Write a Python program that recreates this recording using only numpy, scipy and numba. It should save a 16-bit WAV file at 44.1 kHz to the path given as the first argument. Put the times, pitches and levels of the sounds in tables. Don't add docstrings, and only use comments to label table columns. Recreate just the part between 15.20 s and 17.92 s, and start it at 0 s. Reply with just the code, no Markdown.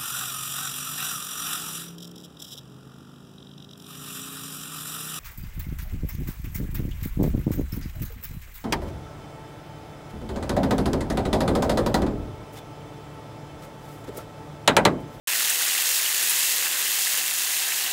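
import sys
import numpy as np
from scipy import signal
from scipy.fft import rfft, irfft
from scipy.io import wavfile
from scipy.ndimage import uniform_filter1d
from numba import njit

SR = 44100
rng = np.random.default_rng(int(sys.argv[2]) if len(sys.argv) > 2 else 0)


def unload_audio(sound):
    columns = np.transpose(np.atleast_2d(sound))
    steps = np.round(np.clip(columns, -1, 1) * 32767)
    wavfile.write(sys.argv[1], SR, steps.astype(np.int16))


N = 119952

# pitch_hz, level_db (per Hz)
ROOM_TONE = [(15, -45), (25, -18), (108, -2.5), (151, 3.5), (306, -17), (356, 2.5), (400, -9.5), (520, -41),
             (880, -120)]
# pitch_hz, width_hz, level_db
PAN_RESONANCES = [(165.3, 6.3, -70), (369, 21, -61), (502.4, 6.1, -60.5), (753, 33, -56.5),
                  (1243, 80, -60.5)]
# pitch_hz, level_db (per Hz)
PAN_COLOUR = [(120, -38.5), (200, -21), (310, -19.5), (372, -15.5), (430, -17), (576, -15.5), (771, -12),
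              (1030, -10), (1380, -9.5), (1660, -3), (2030, -2.5), (2300, -6.5), (2660, -0.5), (2970, -3),
              (5230, -5.5), (6200, -5), (6600, -3), (7900, -4), (8600, -4.5), (11000, -6), (14800, -6.5),
              (15700, -7)]
# peak_s, level_db (of the ring alone), pitch_hz (at the peak)
LOUD_POPS = [(0.1553, -22, 1660), (0.1989, -11, 13000), (0.2065, -21, 2570), (0.2069, -27, 1280),
             (0.248, -18, 3630), (0.2982, -9, 7260), (0.3, -12, 13000), (0.3043, -22, 1660),
             (0.3043, -8, 8640), (0.3475, -14, 13000), (0.4121, -25, 1400), (0.4323, -18, 3630),
             (0.4769, -23, 1660), (0.5508, -22, 1980), (0.5864, -18, 3330), (0.6098, -11, 13000),
             (0.6226, -13, 11200), (0.6654, -24, 1820), (0.8001, -20, 2160), (0.8294, -14, 13000),
             (0.8615, -20, 2800), (0.8634, -18, 3050), (0.9567, -12, 6660), (1.0349, -10, 9420),
             (1.0958, -11, 8640), (1.0968, -7, 9420), (1.1009, -8, 13000), (1.1057, -10, 13000),
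             (1.1095, -8, 9420), (1.1701, -18, 3960), (1.1803, -22, 1820), (1.1886, -12, 13000),
             (1.1906, -10, 12210), (1.241, -22, 2570), (1.2509, -21, 2570), (1.3628, -9, 12210),
             (1.4255, -22, 1980), (1.4359, -13, 13000), (1.4599, -21, 1660), (1.4683, -20, 2350),
             (1.5206, -15, 13000), (1.5301, -18, 3050), (1.5941, -12, 11200), (1.6046, -13, 13000),
             (1.6155, -12, 13000), (1.6268, -12, 7920), (1.6692, -20, 2800), (1.7177, -13, 13000),
             (1.729, -15, 6110), (1.8723, -23, 1980), (1.9354, -11, 7260), (1.9741, -12, 9420),
             (1.9749, -13, 11200), (1.9841, -19, 3050), (2.1057, -13, 8640), (2.1117, -20, 2350),
             (2.1377, -10, 10270), (2.2496, -13, 7260), (2.338, -25, 2160), (2.3738, -12, 13000),
             (2.3966, -20, 3630), (2.4224, -12, 7260), (2.4568, -15, 13000), (2.5229, -15, 2350),
             (2.5351, -15, 13000), (2.5689, -16, 13000), (2.6201, -16, 9420), (2.641, -14, 13000),
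             (2.665, -22, 2800)]
# start_s, level_db, brightness_db (added to the treble)
FRYING_VIGOUR = [(.07, -22, -0.5), (.2, -23.5, 0.5), (.35, -24, 0.5), (.5, -23, 1), (.7, -25, 3),
                 (.9, -24.5, 2.5), (1.05, -23.5, 1), (1.12, -23.5, 1), (1.25, -24.5, 3), (1.4, -24, 1.5),
                 (1.55, -23.5, -.5), (1.65, -25, 1.5), (1.85, -26, 3), (1.98, -23, 0), (2.05, -27, 2),
                 (2.25, -26, 2), (2.45, -25, 1.5), (2.72, -25, -0.5)]

START_S = .0724
TOP_HZ = 15720
ROOM_DB, WAVER_DB = -66, 4
FLICKER_DB = .45

FIZZ_DB, CRACKLE_DB, HISS_DB = -8.5, -6, -9
FIZZ_SPREAD_DB, CRACKLE_SPREAD_DB, SIZE_CAP = 1.5, 2.5, 3.6

FIZZ_CYCLES, FIZZ_GLIDE = 1.52, .0413
POP_CYCLES, POP_GLIDE = 1.4, .04
CYCLES_FALL = .22

POP_TAIL_DB, POP_TAIL_S = -8, .002
SPUTTER_DB, SPUTTER_S, SPUTTER_OCTAVES = -10, .006, .35


def undb(db):
    return 10 ** (np.asarray(db) / 20)


def level(x, db):
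    return x * undb(db) / np.sqrt(np.mean(x ** 2))


def colour(x, table):
    hz, db = np.array(table).T
    grid_hz = np.fft.rfftfreq(4096, 1 / SR)
    gain = undb(np.interp(np.log(grid_hz + 1), np.log(hz), db))
    cepstrum = irfft(np.log(gain))
    cepstrum[1:2048] *= 2
    cepstrum[2049:] = 0
    response = irfft(np.exp(rfft(cepstrum)))
    return signal.fftconvolve(x, response)[:N]


def walk(rate):
    hold = int(SR / rate)
    steps = np.repeat(rng.standard_normal(N // hold + 1), hold)
    smooth = uniform_filter1d(uniform_filter1d(steps, hold), hold)
    return 1.3 * smooth[:N]


def sizes(count, spread_db):
    return undb(spread_db * np.minimum(rng.exponential(size=count), SIZE_CAP))


def ring_cycles(cycles, hz):
    return cycles * (hz / 2500) ** -CYCLES_FALL


@njit
def rings(at, hz, size, phase, cycles, glide):
    out = np.zeros(N)
    for k in range(len(at)):
        tau = cycles[k] * SR / hz[k]
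        first = int(at[k] - tau) + 1
        for i in range(max(first, 0), min(first + int(7 * tau), N)):
            u = (i - at[k]) / tau + 1
            c = cycles[k] * (u - 1)
            envelope = u * np.exp(1 - u)
            angle = phase[k] + 2 * np.pi * c * (1 + glide * c / 2)
            out[i] += size[k] * envelope * np.sin(angle)
    return out


def room():
    x = level(colour(rng.standard_normal(N), ROOM_TONE), ROOM_DB)
    for hz, width_hz, db in PAN_RESONANCES:
        waver = undb(WAVER_DB * walk(6.05))
        b, a = signal.iirpeak(hz, hz / width_hz, SR)
        tone = signal.lfilter(b, a, rng.standard_normal(N))
        x = x + level(waver * tone, db)
    return x


def hiss():
    return level(rng.standard_normal(N), HISS_DB)


def crackle(count):
    x = np.zeros(N)
    when = rng.integers(0, N, count)
    ticks = rng.choice([-1, 1], count) * sizes(count, CRACKLE_SPREAD_DB)
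    np.add.at(x, when, ticks)
    return level(x, CRACKLE_DB)


def pops(count):
    t, db, hz = np.array(LOUD_POPS, float).T[:, :, None]
    scatter = rng.standard_normal((len(t), 3, count))
    sputter_t = t + SPUTTER_S * scatter[:, 0]
    sputter_db = db + SPUTTER_DB - 3 * np.abs(scatter[:, 1])
    sputter_hz = np.minimum(hz * 2 ** (SPUTTER_OCTAVES * scatter[:, 2]), 16000)
    t = np.hstack([t, sputter_t]).ravel()
    db = np.hstack([db, sputter_db]).ravel()
    hz = np.hstack([hz, sputter_hz]).ravel()
    phase = 2 * np.pi * rng.random(len(t))
    x = rings(t * SR, hz, undb(db), phase, ring_cycles(POP_CYCLES, hz), 1. * POP_GLIDE)
    tail = rng.standard_normal(1500) * np.exp(-np.arange(1500) / SR / POP_TAIL_S)
    tail = tail / np.linalg.norm(tail)
    x = x + undb(POP_TAIL_DB) * signal.fftconvolve(x, tail)[:N]
    return signal.sosfilt(signal.butter(3, 600, "high", fs=SR, output="sos"), x)


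def fizz(count):
    when, pitch, turn = rng.random((count, 3)).T
    hz = 250 + 16500 * pitch ** 1.291
    size = hz ** 0.78 * sizes(count, FIZZ_SPREAD_DB)
    x = rings(when * N, hz, size, 2 * np.pi * turn, ring_cycles(FIZZ_CYCLES, hz), 1. * FIZZ_GLIDE)
    return level(x, FIZZ_DB)


def sizzle():
    t = np.arange(N) / SR
    at, db, bright_db = np.array(FRYING_VIGOUR, float).T
    oil = level(colour(fizz(count=11000) + crackle(count=6000) + hiss(), PAN_COLOUR), 0)
    low = signal.sosfilt(signal.butter(2, 4500, fs=SR, output="sos"), oil)
    treble = oil - low
    low_gain = undb(FLICKER_DB * walk(30.))
    treble_gain = undb(np.interp(t, at, bright_db) + FLICKER_DB * walk(30.))
    oil = low * low_gain + treble * treble_gain
    return oil * undb(np.interp(t, at, db))


def scene():
    t = np.arange(N) / SR
    start = np.clip((t - START_S) / .0003, 0, 1)
    mix = sizzle() + pops(count=4) + room()
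    return (mix * start)[None]


def record(dry):
    return signal.sosfilt(signal.ellip(16, .3, 80, TOP_HZ, fs=SR, output="sos"), dry)


dry = scene()
out = record(dry)
unload_audio(out)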